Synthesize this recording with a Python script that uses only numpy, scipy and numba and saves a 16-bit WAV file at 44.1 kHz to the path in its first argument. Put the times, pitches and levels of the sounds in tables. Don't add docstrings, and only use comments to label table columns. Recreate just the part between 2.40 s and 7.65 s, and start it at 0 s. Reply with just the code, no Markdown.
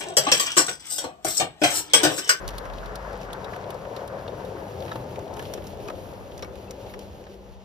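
import sys
import numpy as np
from scipy import signal
from scipy.fft import rfft, irfft
from scipy.io import wavfile
from scipy.ndimage import uniform_filter1d
from numba import njit

SR = 44100
rng = np.random.default_rng(int(sys.argv[2]) if len(sys.argv) > 2 else 0)


def generate_wav(signal):
    frames = np.transpose(np.atleast_2d(signal))
    scaled = np.clip(frames, -1, 1) * 32767
    pcm = np.round(scaled).astype(np.int16)
    wavfile.write(sys.argv[1], SR, pcm)


N = 231348

# t/s, wagon box level/dB, wheel hiss level/dB
ROLL_LEVELS = [(0.0, -44.5, -54), (0.2, -43, -54.5), (0.4, -43.5, -58), (0.62, -41.5, -56.5),
               (0.8, -43.5, -56), (1.02, -43, -54.5), (1.07, -39.5, -59), (1.11, -42, -53.5),
               (1.3, -40, -57), (1.4, -43.5, -57.5), (1.63, -36.5, -55.5), (1.68, -43, -60),
               (1.74, -40.5, -60.5), (1.8, -39.5, -57.5), (1.84, -40.5, -57), (1.9, -40.5, -58),
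               (2.0, -39, -56), (2.12, -43, -59), (2.2, -40, -62.5), (2.31, -43, -58.5), (2.45, -39, -55.5),
               (2.72, -40.5, -57.5), (2.79, -39.5, -60), (2.82, -41.5, -58), (2.92, -37.5, -60),
               (3.02, -38, -53), (3.17, -41, -56), (3.27, -42.5, -57.5), (3.48, -38.5, -54),
               (3.67, -45.5, -57.5), (3.72, -42, -58.5), (3.8, -45, -59.5), (4.0, -44, -56),
               (4.1, -45, -59.5), (4.3, -43.5, -57), (4.6, -45.5, -57.5), (4.72, -48, -60.5),
               (4.98, -48.5, -63.5), (5.25, -54.5, -62)]
# t/s, lids over boxes/dB, frames over boxes/dB,
# track bed level/dB, fine hiss over hiss/dB, wagon pan to the left/dB
PASS_MIX = [(0, -5, -3, -45.5, -10, 9), (.55, -3, -4.5, -47.5, -13, 7), (.7, -2, -2.5, -47, -12, 7),
            (.9, -2.5, -1, -47, -13, 8), (1.3, -1.5, -9, -45.5, -11, 7),
            (1.9, -8.5, -8.5, -44.5, -10.5, 6.5), (2.3, -4.5, -12.5, -41, -9.5, 8),
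            (2.6, -4.5, -13.5, -42.5, -6.5, 7), (3.0, -5, -19, -43.5, -5.5, 6.5),
            (3.4, -7.5, -23.5, -42, -8.5, 6), (3.8, -7, -13.5, -45, -5, 7), (4.3, -7, -16, -46, -9, 6),
            (4.75, -6, -18, -48, -10.5, 4.5), (5.25, -4.5, -14.5, -55, -11.5, 4.5)]
# t/s, ratio
BODY_BEND = [(0, 0.99), (1.0, 0.97), (1.65, 1.015), (2.0, 0.99), (2.4, 0.93), (2.8, 0.95), (3.6, 0.992),
             (4.4, 0.93), (5.25, 0.91)]
# t/s, level/dB
WIND_PUFFS = [(0.05, -40), (.4, -42.5), (1.1, -57), (3.03, -44), (3.55, -48), (3.87, -53), (4.15, -52),
              (4.55, -55), (5.17, -44)]
# t/s, level/dB
HUM_LEVEL = [(0, -53.5), (.26, -52.5), (.95, -51.5), (1.3, -55.5), (2.1, -51.5), (2.6, -52.5), (3.8, -55.5),
             (4.15, -52), (4.7, -54), (5.25, -53)]
AXLE_RUMBLE_LEVEL = [(0.0, -49), (0.16, -50.5), (2.82, -44), (2.92, -64), (3.02, -45), (3.13, -49),
                     (3.26, -47), (3.52, -64), (4.0, -58), (4.5, -63), (5.25, -63.5)]

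# f/Hz, width/Hz, gain/dB
BED_MODES = [(75.4, 31, -7.5), (92, 36.6, 5), (348, 210, -5.5)]
AXLE_MODES = [(132.5, 55, 0)]
WHEEL_MODES = [(5860, 3000, 3)]
FRAME_MODES = [(1020, 310, 5.5), (1790, 550, -0.5)]
LID_MODES = [(679, 55, 3), (770, 114, 1), (935, 145, -1)]
BOX_MODES = [(415, 70, 0.5), (470, 60, 1.5), (525, 55, 4), (625, 120, -3.5)]
# f/Hz, gain/dB
HISS_EQ = [(1500, -0.5), (2100, 1), (2900, 6), (3400, 4.5), (3800, 2.5), (4500, 2.5), (5300, 1.5),
           (6200, -1), (7000, 1), (8300, -14), (10000, -40)]
FINE_HISS_EQ = [(7000, -79), (9000, 6.5), (12000, 1), (14500, 1), (15500, -10), (16300, -30)]

# t/s, relative level/dB, f/Hz
AXLE_DROPS = [(1.841, -31.5, 90), (2.188, -34, 91.5), (2.476, -44, 104), (2.649, -41, 96), (2.775, -34, 94),
              (3.029, -33, 104), (3.904, -36, 88), (4.061, -38, 75.4), (4.159, -31, 67.3),
              (4.419, -36, 105), (4.613, -39, 64.6), (4.704, -32.5, 70.6), (4.739, -46, 67.3)]
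# t/s, relative level/dB, f/Hz
DRY_TICKS = [(0.1447, -38, 1050), (0.26, -30, 1300), (0.431, -26, 1410), (0.55, -31, 1300),
             (0.7084, -35, 1430), (0.7538, -41, 1510), (0.888, -33, 1000), (0.9484, -30, 1230),
             (1.162, -31, 1500), (1.5914, -32, 1400), (2.168, -32, 1100), (2.4794, -36, 1000),
             (2.5154, -36, 1140), (2.5577, -28, 1000), (2.6011, -38, 1050), (3.1768, -42, 1500),
             (3.485, -33, 1220), (3.6557, -38, 1130), (3.7296, -38, 1150), (4.032, -38, 1170),
             (4.5385, -37, 1070)]
# t/s, level/dB, f/Hz
WHEEL_RINGS = [(1.041, -38, 3870), (1.132, -30, 1680), (1.5627, -42, 3650), (1.878, -42, 3650),
               (2.05, -44, 3780), (2.5122, -31, 1710), (2.5136, -37, 3790), (2.516, -28, 1320),
               (2.556, -31, 893), (2.7576, -49, 2340), (2.995, -29.5, 1720), (3.051, -43, 3100),
               (3.485, -43, 2520), (3.486, -34, 1193), (3.5, -32, 1270), (4.0238, -40, 2175),
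               (4.0237, -34, 5530), (4.026, -41, 4080), (4.0305, -42, 5670), (4.032, -33, 1210),
               (4.0454, -41, 2250), (4.278, -45, 2650), (4.4962, -43.5, 2200), (4.5374, -40, 1730),
               (4.538, -48, 5530)]
# t/s, relative level/dB, ping f/Hz, clack trim/dB, snap trim/dB, sizzle trim/dB
JOINT_HITS = [(0.0777, -29, 4440, -13, -3, 0), (0.0874, -31, 3070, -19, -7, -4),
              (0.1054, -40, 3500, -1, -6, -7), (0.2533, -42, 2040, 5, -4, -9),
              (0.2984, -38, 2720, -3, -16, -22), (0.335, -38.5, 3850, -16, -24, -10),
              (0.3824, -38, 2980, -17, -11, -27), (0.458, -41, 3600, -17, -7, -6),
              (0.7295, -45, 4340, 4, -12, -3), (0.775, -53, 4500, -12, -12, 3),
              (0.9031, -41, 2660, -5, -22, -24), (1.0437, -32.5, 3740, -11, -25, -14),
              (1.1341, -33.5, 2080, -5, -26, -30), (1.162, -41.5, 2760, -14, -10, -2),
              (1.24, -40.5, 3390, -17, -29, -27), (1.343, -43, 4600, -7, -21, -4),
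              (1.4499, -43.5, 2990, 4, -17, -20), (1.5632, -31, 3830, -14, -25, -12),
              (1.8775, -34, 3380, -16, -35, -30), (2.4028, -37, 4230, -17, -31, -12),
              (2.422, -37, 3400, -19, -29, -29), (2.46, -43, 3300, -1, -22, -15),
              (2.4795, -38.5, 2950, 0, -28, -26), (2.492, -38, 2850, -13, -19, -20),
              (2.516, -37.5, 3580, 5.5, -8, -29), (2.5563, -33.5, 2840, -5, -27, -8),
              (2.601, -54, 2600, 3, -15, -20), (2.758, -35.5, 2280, -13, -12, -28),
              (2.7907, -48.5, 2580, 1, 4, -19), (2.878, -45, 2800, -8, -15, -16),
              (2.9382, -50, 3270, -5, 8.5, -11), (2.9677, -39, 3060, -4, -8, -3),
              (2.9933, -31, 2720, -11, -9, -15), (3.024, -42.5, 3330, -2, -14, 3.5),
              (3.0519, -36, 3220, -21, -21, -24), (3.096, -45, 2600, -2, -20, -20),
              (3.1366, -32, 2950, -11, 1, -1), (3.1767, -42, 2900, 0, -21, -19),
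              (3.22, -43, 2770, -12, -21, -20), (3.269, -42.5, 3350, -16, 3.5, -11),
              (3.4833, -33.5, 2410, -12, -6, -30), (3.4988, -37.5, 3030, 0, -8, -14),
              (3.552, -48, 3700, -7, -15, -20), (3.918, -43, 3020, -12, -16, -21),
              (3.9775, -45, 2320, -5, 4, -4), (3.9923, -42, 3120, -4, -5, -20),
              (4.0238, -31.5, 2200, -14, -6, -24), (4.0288, -41, 3920, 0, -14, -26),
              (4.0448, -38, 2210, -11, -10, -9), (4.155, -43.5, 3040, -6, -9, -4),
              (4.3083, -40, 2660, -10, 6, -7), (4.4637, -41, 2800, -16, -25, -28),
              (4.5375, -35.5, 2330, -5, -12, -40), (4.5912, -43, 3070, -17, 2, -3),
              (4.866, -46, 2180, -1, -25, -22)]
# t/s, relative level/dB, ping f/Hz
FLAT_SPOT_HITS = [(0.1814, -29, 4040), (0.5553, -30.5, 4130), (0.93, -32, 3740), (1.304, -33, 3130),
                  (1.677, -37.5, 3400), (2.049, -44, 3750)]
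# t/s, relative level/dB, f/Hz
BODY_JOLTS = [(0.214, -25, 520), (0.281, -42, 527), (0.429, -47, 570), (0.677, -20, 590), (0.731, -27, 550),
              (0.74, -25, 490), (0.779, -27, 600), (1.048, -29, 540), (1.065, -25.5, 567), (1.09, -27, 470),
              (1.123, -23, 680), (1.167, -23.5, 690), (1.266, -25.5, 550), (1.294, -25, 405),
              (1.347, -20.5, 510), (1.45, -32, 610), (1.468, -23, 540), (1.512, -24, 450),
              (1.616, -23, 556), (1.749, -24, 544), (1.792, -31, 566), (1.82, -30, 610), (1.88, -19, 505),
              (1.889, -24, 567), (1.93, -23.5, 460), (2.009, -39, 556), (2.042, -21, 527),
              (2.106, -26, 513), (2.119, -24.5, 487), (2.15, -23.5, 414), (2.225, -26.5, 430),
              (2.267, -20.5, 810), (2.473, -31, 436), (2.555, -19.5, 540), (2.657, -30, 620),
              (2.783, -17.5, 554), (2.866, -24, 630), (2.898, -28, 560), (3.021, -28, 470),
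              (3.15, -24, 446), (3.179, -25.5, 370), (3.242, -26.5, 606), (3.332, -24.5, 610),
              (3.488, -24, 427), (3.502, -21.5, 613), (3.725, -27, 605), (3.777, -27.5, 596),
              (4.027, -25, 525), (4.078, -29.5, 536), (4.197, -30, 430), (4.299, -30, 513),
              (4.468, -32, 560), (4.573, -27, 495), (4.621, -28, 540), (4.747, -37, 510), (4.866, -35, 567)]

# f/Hz, phase/rad
LEFT_LEAD = [(0, 0), (690, 0.1), (1460, -1.0), (2840, -6.6), (3270, -7.0), (4740, -7.5), (5250, -6.1),
             (7320, -9.2), (8870, -9.6), (11800, -12.5), (14200, -12.6), (15000, -13.5), (15400, -15.3),
             (16100, -15.5)]
# f/Hz, left over right/dB
LEFT_BIAS = [(60, 1), (200, 2.5), (1300, -5), (2400, 0.5), (4400, -0.3), (15000, 0)]
# f/Hz, gain/dB
SPREAD_EQ = [(100, -20.5), (300, -22), (640, 2.5), (1400, 2), (3000, -1.5), (6000, -10), (9000, -10),
             (15000, -15)]


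def undb(db):
    return 10 ** (np.asarray(db) / 20)


def unit(x):
    return x / np.sqrt(np.mean(x ** 2))


def curves(rows):
    times, *columns = np.transpose(rows)
    return [np.interp(np.arange(N) / SR, times, column) for column in columns]


def per_bin(rows):
    hz, value = np.transpose(rows)
    return np.interp(np.log(np.arange(N // 2 + 1) * SR / N + 1), np.log(hz + 1), value)


def colour(x, eq):
    return unit(irfft(rfft(x) * undb(per_bin(eq)), N))


@njit
def sweep_filter(x, hz, width):
    y, band, low = np.empty(len(x)), 0., 0.
    for i in range(len(x)):
        g, damping = np.tan(np.pi * hz[i] / SR), width / hz[i]
        v = (band + g * (x[i] - low)) / (1 + g * (g + damping))
        band, low, y[i] = 2 * v - band, low + 2 * g * v, damping * v
    return y


def bandpass(x, hz, width):
    return sweep_filter(x, hz * np.ones(len(x)), float(width))


def resonate(x, modes):
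    return sum((-1) ** k * undb(db) * np.array([bandpass(row, hz, width) for row in x])
               for k, (hz, width, db) in enumerate(modes))


def wander(rate):
    hold = int(SR / rate)
    steps = np.repeat(rng.standard_normal(N // hold + 1), hold)
    return 1.244 * uniform_filter1d(uniform_filter1d(steps, hold), hold)[:N]


def noise():
    return rng.standard_normal((2, N))


def grit(rate, scatter_db, smooth_db):
    size = undb(scatter_db * np.minimum(rng.exponential(size=N), 3))
    bumps = (rng.random(N) < rate / SR) * size * noise()
    return unit(unit(bumps) + undb(smooth_db) * noise())


def bursts(times, db, t60_s, rise_s):
    out = np.zeros(N)
    for start, gain in zip(times, undb(db)):
        i = int(start * SR)
        t = np.arange(min(int(t60_s * SR), N - i)) / SR
        out[i:i + len(t)] += gain * (1 - np.exp(-t / rise_s)) * 1000 ** (-t / t60_s)
    return out


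def pings(excitation, times, pitches, width_hz):
    out = np.zeros((2, N))
    edges = np.append((times * SR).astype(int), N)
    for start, end, hz in zip(edges[:-1], edges[1:], pitches):
        mode = [(hz, width_hz, 0)]
        padded = np.pad(excitation[:, start:end], ((0, 0), (0, SR // 100)))
        ping = resonate(resonate(padded, mode), mode)[:, :N - start]
        out[:, start:start + ping.shape[1]] += ping
    return out


def struck_tones(hits, t60_s, rise_s, samples):
    out = np.zeros(N)
    for start, db, hz in hits:
        i = int(start * SR)
        t = np.arange(min(samples, N - i)) / SR
        envelope = undb(db) * (1 - np.exp(-t / rise_s)) * 1000 ** (-t / t60_s)
        out[i:i + len(t)] += envelope * np.sin(2 * np.pi * hz * t)
    return out


def wind():
    buffet, shared = resonate(resonate(noise(), [(57.3, 31, 0)]), [(62.0, 44, 0)])
    t = np.arange(N) / SR
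    calm_db, slope_db_per_s = -59, 74
    swell = undb(calm_db) + sum(undb(db - slope_db_per_s * np.abs(t - peak)) for peak, db in WIND_PUFFS)
    puffs = unit(buffet) * swell * undb(2.5 * wander(12))
    return puffs * [[1], [-1]] + unit(bandpass(shared, 36.0, 22.0)) * undb(-52)


def drone():
    t = np.arange(N) / SR
    hz = 47.4 + 1.5 * wander(7.1)
    hold_s, fade_db_per_s = 0.68, 24
    note_db = -40.5 - fade_db_per_s * np.maximum(t - hold_s, 0) + 1.9 * wander(13)
    note = np.sqrt(2) * np.sin(2 * np.pi * np.cumsum(hz) / SR) * undb(note_db)
    sub_noise = bandpass(bandpass(rng.standard_normal(N), 46.0, 18.0), 46.0, 18.0)
    rumble = unit(sub_noise) * undb(-65.5 + 3.4 * wander(4))
    note_share = np.clip((1.4 - t) / 0.35, 0, 1)
    return (note_share * note + (1 - note_share) * rumble) * [[1], [0]]


def motor_hum():
    hz = 194.3 + 2.8 * wander(14)
    level_db = curves(HUM_LEVEL)[0] + 1.8 * wander(25)
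    return np.sqrt(2) * np.sin(2 * np.pi * np.cumsum(hz) / SR) * undb(level_db) * [[1], [0]]


def track_bed():
    return unit(resonate(noise(), BED_MODES)) * undb(curves(PASS_MIX)[2] + .5 * wander(6))


def axle_rumble():
    return unit(resonate(noise(), AXLE_MODES)) * undb(curves(AXLE_RUMBLE_LEVEL)[0] + .5 * wander(5))


def ground_thuds():
    return 2 * struck_tones(AXLE_DROPS, t60_s=0.14, rise_s=0.017, samples=8192) * [[1], [0]]


def wheel_hiss():
    hiss_db, fine_db = curves(ROLL_LEVELS)[1], curves(PASS_MIX)[3]
    bumps = np.abs(grit(130, 6.9, -18.5)[0])
    rattle = 1 + 0.41 * unit(uniform_filter1d(bumps, size=90))
    flicker_db = 1.5 * wander(25)
    hiss = colour(noise() * rattle, HISS_EQ) * undb(hiss_db + flicker_db + 1.2 * wander(30))
    air = colour(noise() * np.sqrt(rattle), FINE_HISS_EQ)
    return hiss + air * undb(hiss_db + fine_db + 2.1 * flicker_db + 0.67 * wander(24.6))


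def coupling_chatter(ticks_per_s=150):
    count = int(ticks_per_s * N / SR)
    jitter, size, pitch = rng.random((count, 3)).T
    times = (np.arange(count) + jitter) / ticks_per_s
    size_db = -3.5 * np.log(size + 0.028)
    scrape = noise() * bursts(times, size_db, t60_s=.012, rise_s=0.0031)
    return pings(scrape, times, 1800 * 4.7 ** pitch, width_hz=350) * undb(curves(ROLL_LEVELS)[1] + 16.5)


def dry_ticks():
    times, db, hz = np.transpose(DRY_TICKS)
    scrape = noise() * bursts(times, db, t60_s=0.013, rise_s=0.00069) * [[1], [.5]]
    return pings(scrape, times, hz, width_hz=570) * undb(17.5)


def wheel_rings():
    return struck_tones(WHEEL_RINGS, t60_s=0.055, rise_s=0.0015, samples=4096) * [[1], [.4]]


def wheel_clicks(t60_s=0.031):
    flat_trims_db = (-12, -10.5, -2.7)
    hits = sorted(JOINT_HITS + [(*hit, *flat_trims_db) for hit in FLAT_SPOT_HITS])
    times, db, hz, clack_db, snap_db, sizzle_db = np.transpose(hits)
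    ping = noise() * bursts(times, db, t60_s, rise_s=0.00091)
    clack = noise() * bursts(times, db + clack_db, 1.25 * t60_s, rise_s=0.0043)
    snap = noise() * bursts(times, db + snap_db, 0.96 * t60_s, rise_s=0.00018)
    sizzle = noise() * bursts(times, db + sizzle_db, 0.89 * t60_s, rise_s=0.00032)
    top_band = [(9300, 10800, 1.24)]
    return (pings(ping, times, hz, width_hz=2300) * undb(8)
            + resonate(clack, FRAME_MODES) * undb(16)
            + resonate(snap, WHEEL_MODES) * undb(4)
            + resonate(resonate(sizzle, top_band), top_band))


def underframes():
    grind = unit(resonate(grit(600, 3.2, 2.), FRAME_MODES))
    return grind * undb(curves(ROLL_LEVELS)[0] + curves(PASS_MIX)[1] + 2.2 * wander(15))


def passing_bodies(roughness, modes, drift, swell_db, changes_per_s=11):
    pitch = curves(BODY_BEND)[0]
    out = np.zeros((2, N))
    for k, (hz, width, db) in enumerate(modes):
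        bend = pitch + drift * wander(changes_per_s)
        gain = undb(db + swell_db * wander(changes_per_s))
        out += (-1) ** k * gain * np.array([bandpass(row, hz * bend, width) for row in roughness])
    return unit(out)


def wagons():
    box_db, lid_db = curves(ROLL_LEVELS)[0], curves(PASS_MIX)[0]
    boxes = passing_bodies(grit(300, 1.9, 7.2), BOX_MODES, drift=.028, swell_db=.8)
    boxes *= undb(box_db + 1.1 * wander(30))
    lids = passing_bodies(grit(300, 1.4, 6.6), LID_MODES, drift=.022, swell_db=.7)
    lids *= undb(box_db + lid_db + wander(25))
    times, db, hz = np.transpose(BODY_JOLTS)
    jolts = bursts(times, db, t60_s=.004, rise_s=0.00063) * [[1], [.25]]
    box_thumps = pings(jolts, times, hz, width_hz=133) * undb(23.5)
    lid_knocks = resonate(jolts, LID_MODES) * undb(16.5)
    return boxes + lids + box_thumps + lid_knocks


def to_stereo(x, balance_db=0, spread_db=0):
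    tilt = undb(balance_db / 2) * np.exp(.5j * per_bin(LEFT_LEAD))
    near, spread = rfft(x)
    spread = spread * undb(per_bin(SPREAD_EQ) + spread_db)
    return irfft(np.array([tilt * (near + spread), (near - spread) / tilt]), N)


def scene():
    pan_db = curves(PASS_MIX)[4]
    sides_db = np.array([pan_db, -pan_db]) / 2
    bodies = to_stereo(wagons(), spread_db=-10) * undb(sides_db)
    frames = to_stereo(underframes(), spread_db=-6.5) * undb(0.67 * sides_db)
    rolling = track_bed() + wheel_hiss() + axle_rumble()
    clatter = wheel_clicks() + wheel_rings() + coupling_chatter()
    low_end = motor_hum() + drone() + ground_thuds()
    backing = to_stereo(rolling + clatter + low_end + dry_ticks(), balance_db=per_bin(LEFT_BIAS))
    return bodies + frames + backing + wind()


def record(dry):
    low_cut = signal.butter(2, 36, "highpass", fs=SR, output="sos")
    high_cut = signal.ellip(8, .2, 70, 16300, fs=SR, output="sos")
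    return signal.sosfilt(high_cut, signal.sosfilt(low_cut, dry))


dry = scene()
out = record(dry)
generate_wav(out)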